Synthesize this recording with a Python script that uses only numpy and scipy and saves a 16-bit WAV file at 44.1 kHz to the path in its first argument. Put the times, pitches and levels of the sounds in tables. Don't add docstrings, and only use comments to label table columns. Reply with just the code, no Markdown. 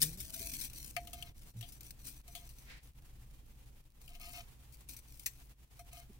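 import sys
import numpy as np
from scipy import signal
from scipy.fft import rfft, irfft, next_fast_len
from scipy.io import wavfile
from scipy.ndimage import map_coordinates

SR = 44100
rng = np.random.default_rng(int(sys.argv[2]) if len(sys.argv) > 2 else 0)


def waveform_to_disk(signal):
    frames = np.transpose(np.atleast_2d(signal))
    scaled = np.clip(frames, -1, 1) * 32767
    samples = np.round(scaled).astype(np.int16)
    wavfile.write(sys.argv[1], SR, samples)


N = 272979
T = np.arange(N) / SR


def amp(db):
    return 10 ** (np.asarray(db) / 20)


def unit(x):
    return x / np.sqrt(np.mean(x ** 2) + 1e-20)


def curve_at(points, hz):
    f, value = np.transpose(points)
    return np.interp(np.log(hz + 1), np.log(f + 1), value)


def envelope(rows):
    rows = np.asarray(rows)
    outside_s = np.maximum(np.maximum(rows[0, 0] - T, T - rows[-1, 0]), 0)
    return amp(np.interp(T, rows[:, 0], rows[:, -1])) * np.exp(-outside_s / 0.017)


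def add(mix, s, sound):
    part = mix[max(round(s * SR), 0):][:len(sound)]
    part += sound[:len(part)]


def wander(hz, hop=32):
    count = next_fast_len(N // hop + 2)
    rates = np.fft.rfftfreq(count, hop / SR)
    slow = irfft(rfft(rng.standard_normal(count)) * np.exp(-(rates / hz) ** 2), count)
    return np.interp(T, np.arange(count) * hop / SR, unit(slow))


def shaped(x, spectrum):
    size = next_fast_len(N)
    gains = amp(curve_at(spectrum, np.fft.rfftfreq(size, 1 / SR)))
    return unit(irfft(rfft(x, size) * gains, size)[..., :N])


def minimum_phase(gain_db, size=2048):
    half = np.log(amp(np.maximum(gain_db, -90)))
    full = np.concatenate([half, half[-2:0:-1]])
    return np.fft.ifft(np.exp(np.conj(signal.hilbert(full)))).real[:size]


def grains(per_s, spread_db):
    at = np.flatnonzero(rng.random(N) < per_s / SR)
    size = rng.exponential(1, N)[at]
    weight = rng.standard_normal(N)[at]
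    clicks = np.zeros(N)
    clicks[at] = weight * amp(spread_db * np.minimum(size, 4))
    return unit(clicks)


def strokes(rows, grip_s=0.0048, release_s=0.012):
    pressure = np.zeros(N)
    for start, end, db in rows:
        grip = 1 - np.exp(-np.maximum(T - start, 0) / grip_s)
        release = np.exp(-np.maximum(T - end, 0) / release_s)
        pressure += amp(db) * grip * release
    return pressure


def radiate(parts):
    return (parts[0] + parts[1:]) / np.sqrt(2)


def near_echoes(x, echo_db=-5, drift_hz=4, drift=0.1263, nearest_s=0.000493, farthest_s=.002, count=4):
    out = x.copy()
    for delay in np.geomspace(nearest_s, farthest_s, count):
        at = np.arange(N) - SR * delay * np.exp(drift * wander(drift_hz))
        out += amp(echo_db) * np.array([map_coordinates(side, [at], order=2) for side in x])
    return out / np.sqrt(1 + count * amp(echo_db) ** 2)


def small_room(x, room_db=-17, t60=.2, left_lag_samples=8):
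    t = np.arange(16384) / SR
    tail = rng.standard_normal((2, len(t))) * amp(-60 * t / t60) * (1 - np.exp(-t / 0.0018))
    response = amp(room_db) * tail / np.linalg.norm(tail, axis=1, keepdims=True)
    response[0, left_lag_samples] += 1
    response[1, 0] += 1
    return signal.oaconvolve(np.atleast_2d(x), response, axes=1)[:, :N]


# f/Hz, relative level/dB
CHAR_LEFT_SPECTRUM = [(400, -18.5), (1400, -17), (2000, -10.5), (2450, -1), (3550, -7), (4050, -0.5),
                      (6000, -2), (6800, -3.5), (8400, 0.5), (9400, 4.5), (10800, -11), (11700, 0),
                      (12400, 1.5), (15000, 1.5)]
CHAR_RIGHT_SPECTRUM = [(400, -16), (1400, -17.5), (3150, -16), (3650, -8), (4100, -16), (5300, -11),
                       (5900, 3), (6500, -8.5), (8400, 1), (9000, -9), (10800, -6), (11500, 2.5),
                       (12400, -28.5), (15000, -6.5)]
def at_microphone(x):
    hz = np.fft.rfftfreq(4096, 1 / SR)
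    spectra = (CHAR_LEFT_SPECTRUM, CHAR_RIGHT_SPECTRUM)
    colour = np.array([minimum_phase(curve_at(spectrum, hz)) for spectrum in spectra])
    colour *= np.sqrt(2) / np.linalg.norm(colour)
    return signal.oaconvolve(small_room(near_echoes(x)), colour, axes=1)[:, :N]


# start t/s, end t/s, relative level/dB
SQUEEZES = [(0, .03, -38.5), (.03, .15, -55), (.17, .3, -51), (.33, .66, -44), (.745, .91, -50.5),
            (.93, 1.29, -61), (1.36, 1.51, -62.5), (1.56, 1.77, -60), (1.82, 1.89, -57.5),
            (1.99, 2.18, -60), (2.04, 2.095, -50.5), (2.265, 2.48, -60.5), (2.52, 2.69, -67.5),
            (4.02, 4.17, -66), (4.195, 4.41, -53.5), (4.72, 4.74, -55.5), (4.887, 4.935, -50.5),
            (5.07, 5.25, -62), (5.33, 5.46, -70), (5.915, 5.995, -59)]
def crumbling(gain_db=1, clump_db=3, flake_db=-7, skin_db=-17, skin_hz=270, unsteady_db=1):
    pressure = strokes(SQUEEZES) * amp(unsteady_db * wander(hz=35)) + crumbs()
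    fractures = radiate(np.array([grains(per_s=5000, spread_db=0) for _ in range(3)]))
    flakes = amp(flake_db) * grains(per_s=100, spread_db=2)
    clumps = unit(fractures * amp(clump_db * wander(hz=170)))
    char = at_microphone(pressure * unit(clumps + flakes))
    handling = shaped(rng.standard_normal(N), RUMBLE_SPECTRUM)
    skin = unit(signal.lfilter(*signal.iirpeak(skin_hz, Q=3, fs=SR), handling))
    return amp(gain_db) * char + amp(skin_db) * pressure * skin


# f/Hz, correlation/0-1
ROOM_CORRELATION = [(60, 0.93), (130, 0.82), (290, 0.7), (640, 0.21), (1400, 0)]
# f/Hz, level/dB
HUM_TONES = [(53.5, -62.5), (124, -70.5)]
# f/Hz, relative level/dB
RUMBLE_SPECTRUM = [(15, -13.5), (24, 10), (31, -33), (39, 0.5), (52, -4), (66, -4), (80, -6), (92, -27),
                   (112, -6.5), (135, -9.5), (175, -19), (303, -22.5), (403, -32.5), (600, -31.5),
                   (1300, -110)]
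# t/s, relative level/dB
RUMBLE_CURVE = [(0, -54.5), (1.1, -55.5), (2.2, -60), (6.19, -61.5)]
# f/Hz, relative level/dB
HISS_SPECTRUM = [(260, -24), (450, -5), (616, -19), (694, 0), (1530, -6), (2550, -3.5), (4840, -8),
                 (10800, -7.5), (16000, -7)]
# t/s, half length/s
BACKGROUND_DIPS = [(1.336, 0.014), (1.524, .015), (2.224, 0.013), (2.807, 0.019), (2.932, 0.021),
                   (3.834, 0.021), (3.921, 0.046), (5.566, 0.031), (5.678, 0.029)]
def background(rumble_gain_db=3, hiss_db=-67.5, flicker_db=2.6, waver=0.48, dip_db=10.5):
    alike = np.clip(curve_at(ROOM_CORRELATION, np.fft.rfftfreq(N, 1 / SR)), -1, 1)
    left, other = rng.standard_normal((2, N))
    right = irfft(alike * rfft(left) + np.sqrt(1 - alike ** 2) * rfft(other), N)
    air = np.array([left, right])
    hum = np.zeros(N)
    for hz, db in HUM_TONES:
        phase = 2 * np.pi * hz * T
        hum += amp(db) * (np.sqrt(2) * np.sin(phase) + waver * wander(hz=2.6) * np.cos(phase))
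    rumble = amp(rumble_gain_db) * envelope(RUMBLE_CURVE) * shaped(air, RUMBLE_SPECTRUM)
    hiss = amp(hiss_db + flicker_db * wander(hz=30)) * shaped(air, HISS_SPECTRUM)
    dips = sum(np.exp(-((T - s) / half) ** 4) for s, half in BACKGROUND_DIPS)
    return amp(-dip_db * dips) * (rumble + hum + hiss)


# t/s, f/Hz, level/dB
DRONE_GLIDE = [(0, 154.3, -54), (.08, 155.5, -44.5), (.125, 165.4, -55), (.19, 196, -56)]
THIN_GLIDE = [(.25, 646, -76.5), (.4, 670, -67), (.5, 674, -65.5)]
def gliding_tone(rows, partials_db, shake_db=4, shake_turns=0.032):
    s, hz, _ = np.transpose(rows)
    turns = np.cumsum(np.interp(T, s, hz)) / SR
    tone = np.zeros(N)
    for harmonic, db in enumerate(partials_db, start=1):
        gain = amp(db + shake_db * wander(hz=30))
        tone += gain * np.sin(2 * np.pi * harmonic * (turns + shake_turns * wander(hz=27)))
    return np.sqrt(2) * envelope(rows) * tone


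def stray_ticks(level_db=-77):
    ticks = small_room(grains(per_s=60, spread_db=4.5))
    return amp(level_db) * shaped(ticks, CHAR_LEFT_SPECTRUM)


# t/s, snap level/dB, break length/s, body level/dB, body f/Hz, plate level/dB
PITCHED_CRACKS = [(0.0178, -4, .0008, -5.5, 5160, -70), (0.9653, -15.5, 0.0042, -8, 2190, -34),
                  (1.072, -22, 0.0037, -26, 3000, -51.5), (1.1318, -16, .006, -24, 3180, -48),
                  (1.2246, -20.5, 0.0027, -17, 3050, -62), (1.6097, -21.5, 0.0034, -28, 2800, -70),
                  (1.6267, -30, 0.011, -20, 3160, -56.5), (2.279, -25, 0.0041, -37, 2280, -57.5),
                  (2.3505, -16.5, 0.011, -19, 3250, -52), (4.0786, -31, 0.0029, -30, 2700, -70),
                  (4.151, -28, .0065, -30.5, 3040, -65), (5.2628, -5, 0.0051, -18, 1960, -72),
                  (5.7922, -24, 0.0083, -38, 2320, -49.5), (5.9299, -25, .0022, -39, 2900, -56),
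                  (5.97, -34, 0.005, -32, 2970, -55.5)]
# t/s, relative level/dB, break length/s
FLAKE_SNAPS = [(.022, 3, 0.0088), (.028, 0, .003), (0.057, -25, 0.0039), (0.2022, -12, 0.0073),
               (0.324, -21, 0.018), (.417, -14.5, .008), (0.47, -16, 0.0019), (0.5363, -12.5, 0.0029),
               (0.6111, -8.5, 0.0091), (0.6472, -15.5, 0.0027), (0.699, -24.5, .0024),
               (0.7324, -21.5, 0.0051), (1.688, -26.5, 0.0036), (1.7237, -24, 0.0088),
               (1.8077, -22, 0.0023), (1.9068, -18, 0.0022), (2.0684, -16.5, 0.016), (2.491, -25, 0.0086),
               (2.585, -27.5, 0.012), (2.8317, -31.5, 0.015), (4.0156, -29.5, .0044), (4.808, -32, 0.003),
               (4.8885, -19, 0.012), (4.9654, -20, 0.0065), (4.989, -26, .003), (5.1954, -22, 0.0029),
               (5.2601, -8, 0.0024)]
def cracks(flake_hz=2320, flake_body_db=-27.5, body_t60=0.0059, uneven_db=2, first_db=9, first_s=0.00023):
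    snaps, bodies = np.zeros((2, N)), np.zeros((2, N))
    t = np.arange(SR // 16) / SR
    snapped = [(s, db, length, db + flake_body_db, flake_hz) for s, db, length in FLAKE_SNAPS]
    pitched = [row[:-1] for row in PITCHED_CRACKS]
    for s, snap_db, length, body_db, hz in snapped + pitched:
        noise = rng.standard_normal((4, len(t)))
        burst = radiate(noise[1:]) * amp(uneven_db * noise[0]) * np.exp(-t / (2 * length))
        burst *= amp(first_db * np.exp(-t / first_s))
        mode = amp(-60 * t / body_t60) * np.cos(2 * np.pi * hz * t)
        body = signal.oaconvolve(burst, [mode], axes=1)
        for side in range(2):
            add(snaps[side], s, amp(snap_db) * burst[side] / np.linalg.norm(burst[side]))
            add(bodies[side], s, amp(body_db) * body[side] / np.linalg.norm(body[side]))
    low_cut = signal.butter(4, 1300, "highpass", fs=SR, output="sos")
    ring = small_room(signal.sosfilt(low_cut, bodies)) * amp([[1.5], [-11]])
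    return at_microphone(snaps) + ring


# f/Hz, relative level/dB, t60 before damping/s
PLATE_MODES = [(699.3, -0.5, 0.36), (1255, -2, 0.04), (1636, -19, 0.078), (2147, -9, 0.073),
               (3110, -16.5, 0.14), (4250, -17, 0.14)]
def plate(pushes, tilt_db_per_octave=0, rise_s=0.0041, free_s=0.025, damping_db=-11):
    t = np.arange(SR // 2) / SR
    ring = np.zeros(len(t))
    for hz, db, t60 in PLATE_MODES:
        octaves = np.log2(hz / PLATE_MODES[0][0])
        ring += amp(db + tilt_db_per_octave * octaves - 60 * t / t60) * np.sin(2 * np.pi * hz * t)
    rise = 1 - np.exp(-t / rise_s)
    damping = amp(damping_db * np.clip((t - free_s) / 0.0076, 0, 1))
    return signal.oaconvolve(pushes, ring * rise * damping)[:N]


def knocks():
    pushes = np.zeros(N)
    for s, *_, plate_db in PITCHED_CRACKS:
        add(pushes, s, amp([plate_db]))
    return plate(pushes)


def crumbs(relative_db=-54, fade_db_per_s=122):
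    return sum((T > s) * amp(db + relative_db - fade_db_per_s * np.maximum(T - s, 0))
               for s, db, _ in FLAKE_SNAPS)


# t/s, level/dB, f/Hz, length/s
DULL_BUMPS = [(0.398, -57, 397, 0.032), (1.547, -40.5, 114.6, 0.099), (1.549, -52, 190, 0.031),
              (6.09, -53, 207, 0.025), (6.094, -58.5, 389, 0.021)]
def bumps():
    out = np.zeros(N)
    for s, db, hz, length in DULL_BUMPS:
        t = np.arange(0, length, 1 / SR)
        add(out, s, amp(db) * np.sin(np.pi * t / length) * np.sin(2 * np.pi * hz * t))
    return out


# start t/s, end t/s, relative level/dB
DRAGS = [(1.14, 1.3, -64.5), (2.36, 2.46, -69), (4.09, 4.17, -65.5), (4.2, 4.3, -55.5), (4.33, 4.41, -53.5),
         (5.91, 6.03, -64.5)]
# f/Hz, relative level/dB
GRIT_SPECTRUM = [(400, -19), (800, -3.5), (1300, -1.5), (1700, -7.5), (2200, 5), (3500, 0.5), (6000, -5.5),
                 (9000, -17), (15000, -43)]
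def scraping(ring_db=-3, unsteady_db=1, clump_db=2):
    drag = strokes(DRAGS) * amp(unsteady_db * wander(hz=40))
    catches = grains(per_s=2400, spread_db=2) * amp(clump_db * wander(hz=82))
    grit = shaped(near_echoes(small_room(catches)), GRIT_SPECTRUM) * amp([[2], [-3]])
    ring = amp(ring_db) * unit(plate(catches, tilt_db_per_octave=4))
    return drag * (ring + grit)


# t/s, level/dB
SWISH_CURVE = [(2.64, -75), (2.708, -52.5), (2.792, -63)]
# f/Hz, relative level/dB
SWISH_SPECTRUM = [(300, -9), (650, -15), (1300, -13.5), (1800, -4), (2400, -5), (3300, -13), (4200, -11),
                  (6000, -19.5), (9000, -24), (14000, -36)]
def hand_swish():
    return envelope(SWISH_CURVE) * shaped(rng.standard_normal((2, N)), SWISH_SPECTRUM)


def scene():
    drone = gliding_tone(DRONE_GLIDE, partials_db=[0, -13, -22])
    thin_tone = gliding_tone(THIN_GLIDE, partials_db=[0])
    close_up = crumbling() + cracks() + knocks() + scraping() + stray_ticks() + hand_swish()
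    return close_up + bumps() + drone + thin_tone + background()


def record(dry, edge_hz=15900):
    low_pass = signal.firwin(401, edge_hz, window=("kaiser", 9), fs=SR)
    return signal.oaconvolve(dry, low_pass[None], "same")


dry = scene()
out = record(dry)
waveform_to_disk(out)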